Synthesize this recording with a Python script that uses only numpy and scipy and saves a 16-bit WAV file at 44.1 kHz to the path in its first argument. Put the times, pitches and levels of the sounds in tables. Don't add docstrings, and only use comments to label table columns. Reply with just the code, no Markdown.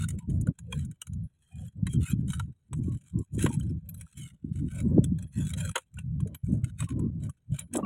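import sys
import numpy as np
from scipy import signal
from scipy.fft import rfft, irfft, next_fast_len
from scipy.io import wavfile
from scipy.ndimage import uniform_filter1d, map_coordinates

SR = 44100
rng = np.random.default_rng(int(sys.argv[2]) if len(sys.argv) > 2 else 0)


def wav_record(signal):
    frames = np.transpose(np.atleast_2d(signal))
    bounded = np.clip(frames, -1, 1)
    quanta = np.round(bounded * 32767).astype(np.int16)
    wavfile.write(sys.argv[1], SR, quanta)


N = 346439

# t/s, length/s, hiss/dB, rasp/dB, swell from start to end/dB
STROKES = [(0, 0.043, -45, -46, 3), (0.091, 0.063, -61.5, -68, -11), (0.189, 0.055, -70, -69, -32.5),
           (0.298, 0.092, -67, -76, -14), (0.716, 0.13, -58, -60, 4), (1.396, 0.19, -73, -79, -1.5),
           (1.504, 0.18, -64, -71.5, 6.5), (1.897, 0.056, -51.5, -63, 3), (2.002, 0.038, -54, -57, 18),
           (2.055, 0.068, -44, -48.5, -1.5), (2.164, 0.049, -75, -77.5, 15), (2.285, 0.073, -47, -53.5, 0),
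           (2.365, 0.079, -65, -67, -24), (2.756, .04, -65, -83, -7), (2.822, 0.07, -62.5, -74, 4),
           (2.923, 0.065, -62.5, -69, -9), (3.011, 0.1, -67, -74, 7), (3.212, 0.037, -66, -81.5, 1),
           (3.34, 0.035, -57, -73, -3), (3.398, .065, -38, -43, -6.5), (3.493, 0.058, -50.5, -56.5, 9.5),
           (3.597, 0.14, -70.5, -75.5, -14), (3.966, 0.27, -66.5, -72, 1.5),
           (4.179, 0.12, -53, -60.5, -14.5), (4.279, 0.07, -67, -69, -16), (4.532, 0.069, -62, -65, 4.5),
           (4.617, 0.19, -64, -66.5, 30), (4.677, 0.11, -56, -60, 17.5), (4.816, 0.13, -72, -82.5, -6.5),
           (5.205, 0.08, -71.5, -72.5, -24), (5.336, 0.18, -51, -56.5, 6.5), (5.577, 0.14, -46, -48.5, -11),
           (5.765, 0.063, -61.5, -65.5, -10.5), (5.951, 0.061, -72, -73.5, 9),
           (6.447, 0.15, -64.5, -77, -1), (6.653, 0.053, -66, -65.5, 2.5), (6.794, 0.056, -49, -52, -1.5),
           (6.905, 0.022, -58, -55.5, -13.5), (6.955, 0.2, -118, -88.5, 1), (7.214, 0.053, -61, -63, 5.5),
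           (7.531, 0.07, -55.5, -57.5, 9), (7.593, 0.027, -52, -44.5, -17),
           (7.741, 0.056, -55.5, -52.5, -9)]
# t/s, tick/dB, knock/dB
TAPS = [(0.086, -22.5, -44.5), (0.1041, -30.5, -44), (0.1874, -36, -74), (0.412, -30.5, -70),
        (0.4696, -38, -54.5), (0.588, -35, -49.5), (0.7247, -28.5, -35), (0.8493, -37.5, -81),
        (0.9125, -39.5, -59.5), (1.0169, -23, -41.5), (1.0691, -33.5, -52.5), (1.133, -42, -64),
        (1.8677, -29, -34.5), (2.3012, -29, -40), (2.3335, -31.5, -34.5), (2.3959, -27.5, -36.5),
        (2.731, -34, -47.5), (3.1879, -36.5, -69.5), (3.391, -30.5, -37.5), (3.4621, -26.5, -30),
        (3.5975, -33.5, -54.5), (3.891, -37, -53), (3.944, -41, -58), (4.0105, -29, -45),
        (5.0408, -20.5, -43.5), (5.1862, -37.5, -50), (5.225, -36.5, -56), (5.5353, -27, -32),
        (5.7571, -16, -22), (5.7788, -24.5, -45), (5.9401, -47, -63.5), (5.9878, -33, -48),
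        (6.203, -39.5, -49.5), (6.2729, -39.5, -57), (6.346, -36, -43), (6.6428, -30.5, -42),
        (6.785, -40, -64), (6.8032, -24.5, -36.5), (6.8254, -43.5, -63), (6.8886, -36, -45.5),
        (6.993, -41, -63), (7.236, -36.5, -83), (7.2952, -36.5, -54), (7.5916, -21, -57),
        (7.7362, -21, -40.5), (7.7568, -21.5, -33), (7.7695, -17.5, -63)]
# f/Hz, level/dB
RASP_SPECTRUM = [(400, -34), (750, -30), (1000, -9.5), (1400, 2), (1900, -5), (2500, -1.5), (3300, -1.5),
                 (4100, -5), (4700, -7), (5200, -12.5), (7000, -66)]
HISS_SPECTRUM = [(3500, -61), (5200, -19.5), (6600, -4), (8000, 1), (9300, -1.5), (10400, -4),
                 (11500, -15.5), (12700, -17), (13800, -21.5), (15500, -20)]
# f/Hz, level/dB
BLADE_MODES = [(926, 10.5), (1291, 1), (1910, 11), (2269, -18.5), (2605, 7), (3003, -21), (3265, 0),
               (6783, -5), (7902, -11), (10520, 10), (12470, 5), (14390, -4)]
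# t/s, spacing/Hz
CONTACT_SPACING = [(0, 722), (.75, 824), (0.859, 756), (1.5, 832), (1.69, 805), (1.932, 784), (2.05, 691),
                   (2.121, 804), (2.3, 754), (3.397, 791), (4.17, 815), (4.28, 718), (4.75, 757),
                   (5.4, 850), (5.5, 754), (5.62, 810), (6.82, 744), (7.6, 778)]
# t/s, length/s, f/Hz,
# level/dB
CHATTERS = [(0.2, 0.047, 952, -63), (.685, 0.088, 476, -54), (1.519, 0.12, 733, -70),
            (1.52, 0.053, 2450, -71), (1.441, 0.23, 3090, -79), (1.898, 0.067, 3230, -56.5),
            (2.05, 0.078, 1400, -57.5), (2.053, 0.073, 2504, -53.5), (2.294, 0.098, 1338, -66),
            (2.873, 0.068, 1094, -63), (3.138, 0.095, 1046, -68), (3.487, 0.066, 880, -59),
            (3.5, 0.063, 3250, -71), (4.176, 0.098, 2180, -63), (4.161, 0.107, 3040, -65.5),
            (4.71, 0.087, 1490, -59.5), (5.368, 0.24, 1506, -66.5), (5.403, 0.099, 3430, -62),
            (5.569, 0.08, 1460, -54.5), (6.799, 0.033, 2460, -53), (6.877, 0.056, 1080, -59),
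            (6.983, 0.045, 980, -66)]
# f/Hz, t60/s
TIP_MODES = [(10520, .15), (12470, .05)]
# t/s, first mode/dB, second mode/dB
TIP_PLUCKS = [(0.416, -75.5, -88.5), (1.015, -74.5, -49), (1.068, -65.5, -71), (1.236, -63, -86),
              (1.562, -88, -79), (1.665, -75.5, -59), (2.013, -80, -58), (2.097, -71, -39.5),
              (3.465, -55.5, -71.5), (3.89, -56, -34), (3.942, -54.5, -47.5), (3.976, -52.5, -55),
              (5.042, -57.5, -64), (5.275, -61, -82), (5.988, -78, -79), (6.349, -59, -39),
              (7.59, -41.5, -46)]
# t/s, crack/dB, cavity f/Hz, cavity/dB
CRACKS = [(0.085, -59, 2060, -51), (0.472, -59, 1443, -35), (0.587, -65, 990, -56),
          (0.725, -67, 2426, -32.5), (0.729, -72.5, 1034, -34), (1.0171, -56, 2900, -34.5),
          (1.0701, -62, 1400, -53), (1.869, -67, 2080, -37.5), (1.871, -56, 1080, -40),
          (2.333, -65, 1280, -42), (2.398, -45.5, 1370, -26), (2.399, -51.5, 963, -35.5),
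          (2.73, -43, 987, -39.5), (3.461, -23.5, 972, -23.5), (3.61, -64, 3090, -43),
          (4.01, -64, 2260, -47), (5.0413, -77, 3460, -38), (5.755, -26.5, 1380, -29),
          (5.762, -21.5, 456, -36), (5.778, -30, 1380, -37), (5.985, -48, 2760, -37),
          (6.2013, -61, 1070, -46.5), (6.345, -52, 3350, -52), (6.642, -78, 2120, -43),
          (6.805, -51.5, 1130, -36), (6.823, -38, 1400, -38), (6.889, -59, 1060, -45),
          (6.994, -57, 987, -46), (7.293, -70, 1147, -43)]
# f/Hz, level/dB
CORAL_SPECTRUM = [(200, -26), (380, -5.5), (520, 1.5), (720, -12), (950, 2), (1400, -3.5), (2000, -9),
                  (3200, -7), (6000, -37.5)]
# t/s, level/dB
CHURN = [(7.72, -100), (7.752, -39), (7.8, -33), (7.815, -50), (7.85, -46)]
# f/Hz, level/dB
SLOSH_SPECTRUM = [(100, -28), (250, 5), (650, 2.5), (1200, -12), (1700, -27), (4000, -46.5)]
# t/s, f/Hz, level/dB, t60/s
BUBBLES = [(3.504, 920, -34.5, 0.045), (3.694, 5340, -51.5, 0.028), (4.067, 1340, -49, 0.022),
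           (4.985, 880, -42.5, 0.051), (5.971, 1467, -45.5, 0.097), (6.258, 433, -34.5, 0.066),
           (7.25, 1100, -72, 0.043), (7.752, 990, -22.5, 0.019), (7.754, 560, -13, 0.016),
           (7.764, 302, -16, 0.054), (7.783, 1200, -30, 0.036), (7.789, 606, -21.5, 0.023),
           (7.797, 272, -27, 0.069), (7.828, 1120, -31.5, 0.12), (7.831, 208.4, -24.5, 0.22),
           (7.834, 2760, -47.5, 0.071), (7.847, 1216, -31, 0.031), (7.847, 2290, -36.5, 0.031)]
# t/s, length/s, rumble/dB, flutter/dB, rush and hiss/dB
GUSTS = [(0, 0.074, -28, -52, -79.5), (0.082, 0.11, -32, -42.5, -62), (0.23, 0.03, -41.5, -63, -84),
         (0.289, 0.15, -25.5, -36.5, -60), (0.464, 0.046, -31.5, -25, -46.5), (0.607, 0.16, -41, -72, -75),
         (0.743, 0.12, -30.5, -50, -75.5), (0.86, 0.067, -37.5, -54, -74), (1.093, 0.17, -33, -80, -73.5),
         (1.546, 0.14, -38, -90, -73), (1.765, 0.067, -37.5, -50.5, -66), (1.828, 0.087, -30, -41, -68.5),
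         (1.942, 0.1, -24, -32, -89), (2.106, 0.21, -29.5, -45.5, -69.5), (2.346, 0.11, -31, -57, -72.5),
         (2.472, 0.046, -39.5, -53, -68.5), (2.73, 0.24, -29, -38, -67.5), (2.97, .12, -59.5, -77, -89),
         (3.143, 0.076, -28.5, -32.5, -61), (3.337, 0.11, -28.5, -38, -57),
         (3.419, 0.088, -29.5, -24, -51.5), (3.538, 0.25, -30, -43.5, -69.5),
         (3.824, 0.23, -42.5, -70, -72.5), (4.171, 0.1, -40.5, -61, -79), (4.308, 0.054, -52, -82, -76),
         (4.444, 0.086, -39, -48, -85), (4.555, 0.13, -30, -39, -73), (4.715, 0.26, -33.5, -44.5, -56),
         (4.815, 0.23, -26, -28, -52), (4.977, 0.014, -39, -14, -39.5), (5.019, 0.16, -27.5, -42.5, -66.5),
         (5.166, .1, -35.5, -60, -63), (5.264, 0.078, -52.5, -75.5, -81), (5.367, .11, -28, -37.5, -61),
         (5.506, 0.21, -31, -57.5, -60.5), (5.951, 0.07, -38, -67.5, -79.5),
         (6.046, 0.23, -30.5, -57.5, -81.5), (6.233, 0.13, -42.5, -47.5, -62),
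         (6.469, 0.044, -28.5, -49, -74), (6.492, 0.11, -27, -30, -55.5), (6.586, 0.098, -36.5, -46, -62),
         (6.696, 0.073, -40, -75, -78), (6.806, 0.052, -27.5, -44, -64), (6.911, 0.19, -29, -34, -55),
         (7.114, 0.11, -33.5, -48, -69), (7.217, 0.087, -32, -47.5, -57.5), (7.505, 0.054, -30, -43, -62),
         (7.585, 0.083, -45.5, -69, -69), (7.717, 0.35, -44.5, -34.5, -53)]
# f/Hz, level/dB
RUMBLE_SPECTRUM = [(15, -63), (30, -32), (55, -1.5), (80, 7.5), (160, 6.5), (230, -9), (310, -33.5),
                   (450, -42), (900, -78.5)]
FLUTTER_SPECTRUM = [(120, -36.5), (220, 8.5), (300, 4.5), (360, -7), (450, -18.5), (620, -49),
                    (1000, -44.5), (3000, -88.5)]
# f/Hz, level/dB
RUSH_HISS_SPECTRUM = [(300, -27.5), (450, 2), (600, 7), (700, -8.5), (800, -18.5), (1050, -12), (1300, -24),
                      (1700, -23.5), (3000, -45.5)]
# t/s, level/dB, f/Hz
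EDDIES = [(0.49, -11, 147), (.779, -19, 150), (1.833, -12.5, 155.6), (1.978, -12, 143), (2.137, -11.5, 175),
          (2.195, -17.5, 190), (2.303, -18.5, 148), (2.884, -20, 260), (3.16, -15.5, 167),
          (3.381, -20, 291.5), (3.445, -11, 285), (3.453, -13, 126.4), (3.577, -15, 151), (4.448, -21, 224),
          (4.519, -17.5, 145), (4.872, -14, 188), (4.949, -11, 173), (4.981, -19.5, 523), (4.985, -10, 318),
          (4.995, -6.5, 150.2), (5.124, -13.5, 192), (5.381, -17.5, 168), (6.233, -15, 126),
          (6.444, -18.5, 116.3), (6.531, -11.5, 179.6), (6.641, -14.5, 116), (6.957, -30, 240),
          (7.027, -17, 198), (7.158, -28, 190), (7.526, -17, 125)]
# f/Hz, level/dB
SHORE_SPECTRUM = [(20, -9), (70, 5), (150, -3.5), (300, -16.5), (700, -28), (3000, -38), (8000, -44),
                  (15000, -48)]

STROKE_ARCH_DB, BITE_S, LIFT_S = 2, .047, .05


def knife(ring_t60=.055):
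    hiss, rasp = scraping()
    ticks, knocks = tapping()
    low = blade_echoes(coloured(rasp + knocks, RASP_SPECTRUM))
    high = coloured(hiss + ticks, HISS_SPECTRUM)
    contact = mottled(low, depth_db=4.5, patch_hz=300, patch_rate=26)
    contact += mottled(high, depth_db=6, patch_hz=260, patch_rate=26)
    t = np.arange(SR // 4) / SR
    modes = sum(amp(db - 60 * t / ring_t60) * np.cos(2 * np.pi * hz * t) for hz, db in BLADE_MODES)
    modes *= 2 * np.log(1000) / (ring_t60 * SR)
    ring = signal.fftconvolve(contact, modes)[:N]
    return contact + ring + chattering() + tip_ring()


def scraping(judder_db=4.5, skip_db=4, trim_db=-1):
    hiss, rasp = stroke_levels()
    lightness = 1 / (1 + hiss / amp(-58))
    skipping = amp(skip_db * lightness * (wobble(rate=70) - .5))
    judder = amp(judder_db * wobble(rate=220))
    return [amp(trim_db) * level * skipping * unit(grit() * judder) for level in (hiss, rasp)]


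def grit(grains_per_s=4000):
    grains = rng.standard_normal(N) * (rng.random(N) < grains_per_s / SR)
    return unit(grains) + .5 * rng.standard_normal(N)


def stroke_levels(resting_db=-90.5):
    t = np.arange(0, N / SR, .001)
    hiss, rasp = np.full((2, len(t)), resting_db)
    for s, length, hiss_db, rasp_db, swell_db in STROKES:
        pressure = arch(t - s, length, STROKE_ARCH_DB, BITE_S, LIFT_S, swell_db)
        hiss = np.maximum(hiss, hiss_db + pressure)
        rasp = np.maximum(rasp, rasp_db + pressure)
    return gain_curves(np.transpose([t, hiss, rasp]))


def tapping(tick_trim_db=-6, knock_trim_db=2, graze_db=-21, crumbs_db=-23):
    ticks, knocks = np.zeros((2, N))
    t = np.arange(SR // 6) / SR
    lead = t[:SR // 50]
    for s, tick_db, knock_db in TAPS:
        layers = (ticks, tick_db + tick_trim_db, .011), (knocks, knock_db + knock_trim_db, .026)
        for track, db, graze_rise_s in layers:
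            graze = burst(lead, t60=graze_rise_s, attack_s=.0001)[::-1]
            bite = burst(t, t60=.024, attack_s=.0011)
            crumbs = amp(crumbs_db) * burst(t, t60=.068, attack_s=.0046)
            add(track, s - lead[-1], amp(db + graze_db) * graze)
            add(track, s, amp(db) * (bite + crumbs))
    return ticks, knocks


def blade_echoes(x, reflection=.66, trips=4):
    n = np.arange(N)
    trip_samples = SR / np.interp(n / SR, *np.transpose(CONTACT_SPACING))
    gains = reflection ** np.arange(trips + 1)
    echoes = sum(gains[k] * map_coordinates(x, [n - k * trip_samples], order=2)
                 for k in range(1, trips + 1))
    return (x + echoes) / np.linalg.norm(gains)


def chattering(width_hz=120, sag_per_s=.33):
    out, t = np.zeros(N), np.arange(SR // 3) / SR
    for s, length, hz, db in CHATTERS:
        knots = rng.standard_normal((2, 256))
        in_phase, quadrature = [unit(map_coordinates(row, [t * width_hz], mode="wrap")) for row in knots]
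        from_middle = t - BITE_S - length / 2
        phase = 2 * np.pi * hz * (t - sag_per_s * from_middle ** 2 / 2)
        band = in_phase * np.cos(phase) + quadrature * np.sin(phase)
        pressure = arch(t - BITE_S, length, STROKE_ARCH_DB, BITE_S, LIFT_S)
        add(out, s - BITE_S, amp(db + pressure) * band)
    return out


def tip_ring(trim_db=-1):
    out, t = np.zeros(N), np.arange(SR // 4) / SR
    for s, *mode_dbs in TIP_PLUCKS:
        for (hz, t60), db in zip(TIP_MODES, mode_dbs):
            phase_drift = .055 * np.cumsum(rng.standard_normal(len(t)))
            add(out, s, amp(db + trim_db - 60 * t / t60) * np.sin(2 * np.pi * hz * t + phase_drift))
    return out


def coral(crack_t60=.04, cavity_t60=.035, attack_s=.0006):
    force, cavities = np.zeros((2, N))
    t = np.arange(SR // 8) / SR
    for s, crack_db, hz, cavity_db in CRACKS:
        add(force, s, amp(crack_db) * burst(t, crack_t60, attack_s))
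        add(cavities, s, amp(cavity_db) * decay(t, cavity_t60, attack_s) * np.sin(2 * np.pi * hz * t))
    return coloured(force, CORAL_SPECTRUM) + cavities


def water(climb_per_s=.38):
    out = gain_curves(CHURN)[0] * noise(SLOSH_SPECTRUM)
    t = np.arange(SR // 8) / SR
    for s, hz, db, t60 in BUBBLES:
        phase = 2 * np.pi * hz * (t + climb_per_s * t ** 2 / 2)
        add(out, s, amp(db) * decay(t, t60, attack_s=.0019) * np.sin(phase))
    return out


def wind(lump_db=6):
    rumble, flutter, rush = gust_levels()
    lumps = unit(amp(lump_db * wobble(rate=35)))
    out = rumble * turbulence(RUMBLE_SPECTRUM)
    out += flutter * lumps * turbulence(FLUTTER_SPECTRUM)
    rush_hiss = mottled(noise(RUSH_HISS_SPECTRUM), depth_db=6, patch_hz=130, patch_rate=18, size=1024)
    out += rush * unit(rush_hiss)
    thumps, shelter = eddies()
    return out * np.exp(-shelter) + thumps


def gust_levels(lull_db=-74, flutter_growth=1.4, rush_growth=3):
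    t = np.arange(0, N / SR, .001)
    rumble, flutter, rush = np.full((3, len(t)), -120.)
    for s, length, rumble_db, flutter_db, rush_db in GUSTS:
        shape = arch(t - s, length, arch_db=3.5, rise_s=.078, fall_s=.047)
        rumble = np.maximum(rumble, rumble_db + shape)
        flutter = np.maximum(flutter, flutter_db + flutter_growth * shape)
        rush = np.maximum(rush, rush_db + rush_growth * shape)
    return gain_curves(np.transpose([t, np.maximum(rumble, lull_db), flutter, rush]))


def eddies(trim_db=-2, half_width_cycles=.7):
    thumps, envelope = np.zeros((2, N))
    t = np.arange(-SR // 25, SR // 25) / SR
    for s, db, hz in EDDIES:
        swell = np.exp(-(t * hz / half_width_cycles) ** 2)
        swing = np.cos(2 * np.pi * (hz * t + rng.random()))
        add(thumps, s + t[0], amp(db + trim_db) * swell * swing)
        add(envelope, s + t[0], swell)
    return thumps, envelope


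def turbulence(spectrum, size=800):
    x = noise(spectrum)
    power = signal.fftconvolve(x ** 2, np.hanning(2 * size) / size, "same")
    return x / np.sqrt(power + 1e-4)


def shore(level_db=-74.5):
    return amp(level_db) * noise(SHORE_SPECTRUM)


def amp(db):
    return 10 ** (np.asarray(db) / 20)


def unit(x):
    return x / np.sqrt(np.mean(x ** 2) + 1e-20)


def add(track, s, sound):
    start = max(round(s * SR), 0)
    part = track[start:start + len(sound)]
    part += sound[:len(part)]


def gain_curves(rows):
    s, *columns = np.transpose(rows)
    return [amp(np.interp(np.arange(N) / SR, s, db)) for db in columns]


def arch(t, length, arch_db, rise_s, fall_s, swell_db=0):
    place = np.clip(2 * t / length - 1, -1, 1)
    skirts = np.maximum(-t, 0) / rise_s + np.maximum(t - length, 0) / fall_s
    return swell_db * place / 2 - arch_db * place ** 2 - 60 * np.minimum(skirts, 2)


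def decay(t, t60, attack_s):
    return amp(-60 * t / t60) * (1 - np.exp(-t / attack_s))


def burst(t, t60, attack_s):
    return rng.standard_normal(len(t)) * decay(t, t60, attack_s)


def wobble(rate):
    knots = rng.standard_normal(int(N * rate / SR) + 4)
    return map_coordinates(knots, [np.arange(N) * rate / SR])


def gain_at(spectrum, hz):
    f, db = np.transpose(spectrum)
    return amp(np.interp(np.log(hz + 1), np.log(f + 1), db))


def filtered(x, response):
    size = next_fast_len(N + SR // 2)
    return irfft(rfft(x, size) * response(np.fft.rfftfreq(size, 1 / SR)), size)[:N]


def noise(spectrum):
    return unit(filtered(rng.standard_normal(N), lambda hz: gain_at(spectrum, hz)))


def coloured(x, spectrum, size=4096):
    cepstrum = irfft(np.log(gain_at(spectrum, np.fft.rfftfreq(size, 1 / SR))))
    cepstrum[1:size // 2] *= 2
    cepstrum[size // 2 + 1:] = 0
    kernel = irfft(np.exp(rfft(cepstrum)))
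    return signal.fftconvolve(x, kernel / np.linalg.norm(kernel))[:N]


def mottled(x, depth_db, patch_hz, patch_rate, size=512):
    hz, t, frames = signal.stft(x, SR, nperseg=size)
    knots = rng.standard_normal((160, 700))
    grid = np.meshgrid(hz / patch_hz, t * patch_rate, indexing="ij")
    gain = amp(depth_db * map_coordinates(knots, grid, mode="wrap"))
    gain /= np.sqrt(uniform_filter1d(gain ** 2, size // 12, axis=0))
    return signal.istft(frames * gain, SR, nperseg=size)[1][:N]


def scene():
    return (knife() + coral() + water() + wind() + shore())[None]


def record(dry, notch_hz=4780, width_hz=380, depth_db=17, top_hz=15850):
    notch = lambda hz: amp(-depth_db * np.exp(-((hz - notch_hz) / width_hz) ** 2))
    return filtered(dry[0], lambda hz: notch(hz) * (hz < top_hz))[None]


dry = scene()
out = record(dry)
wav_record(out)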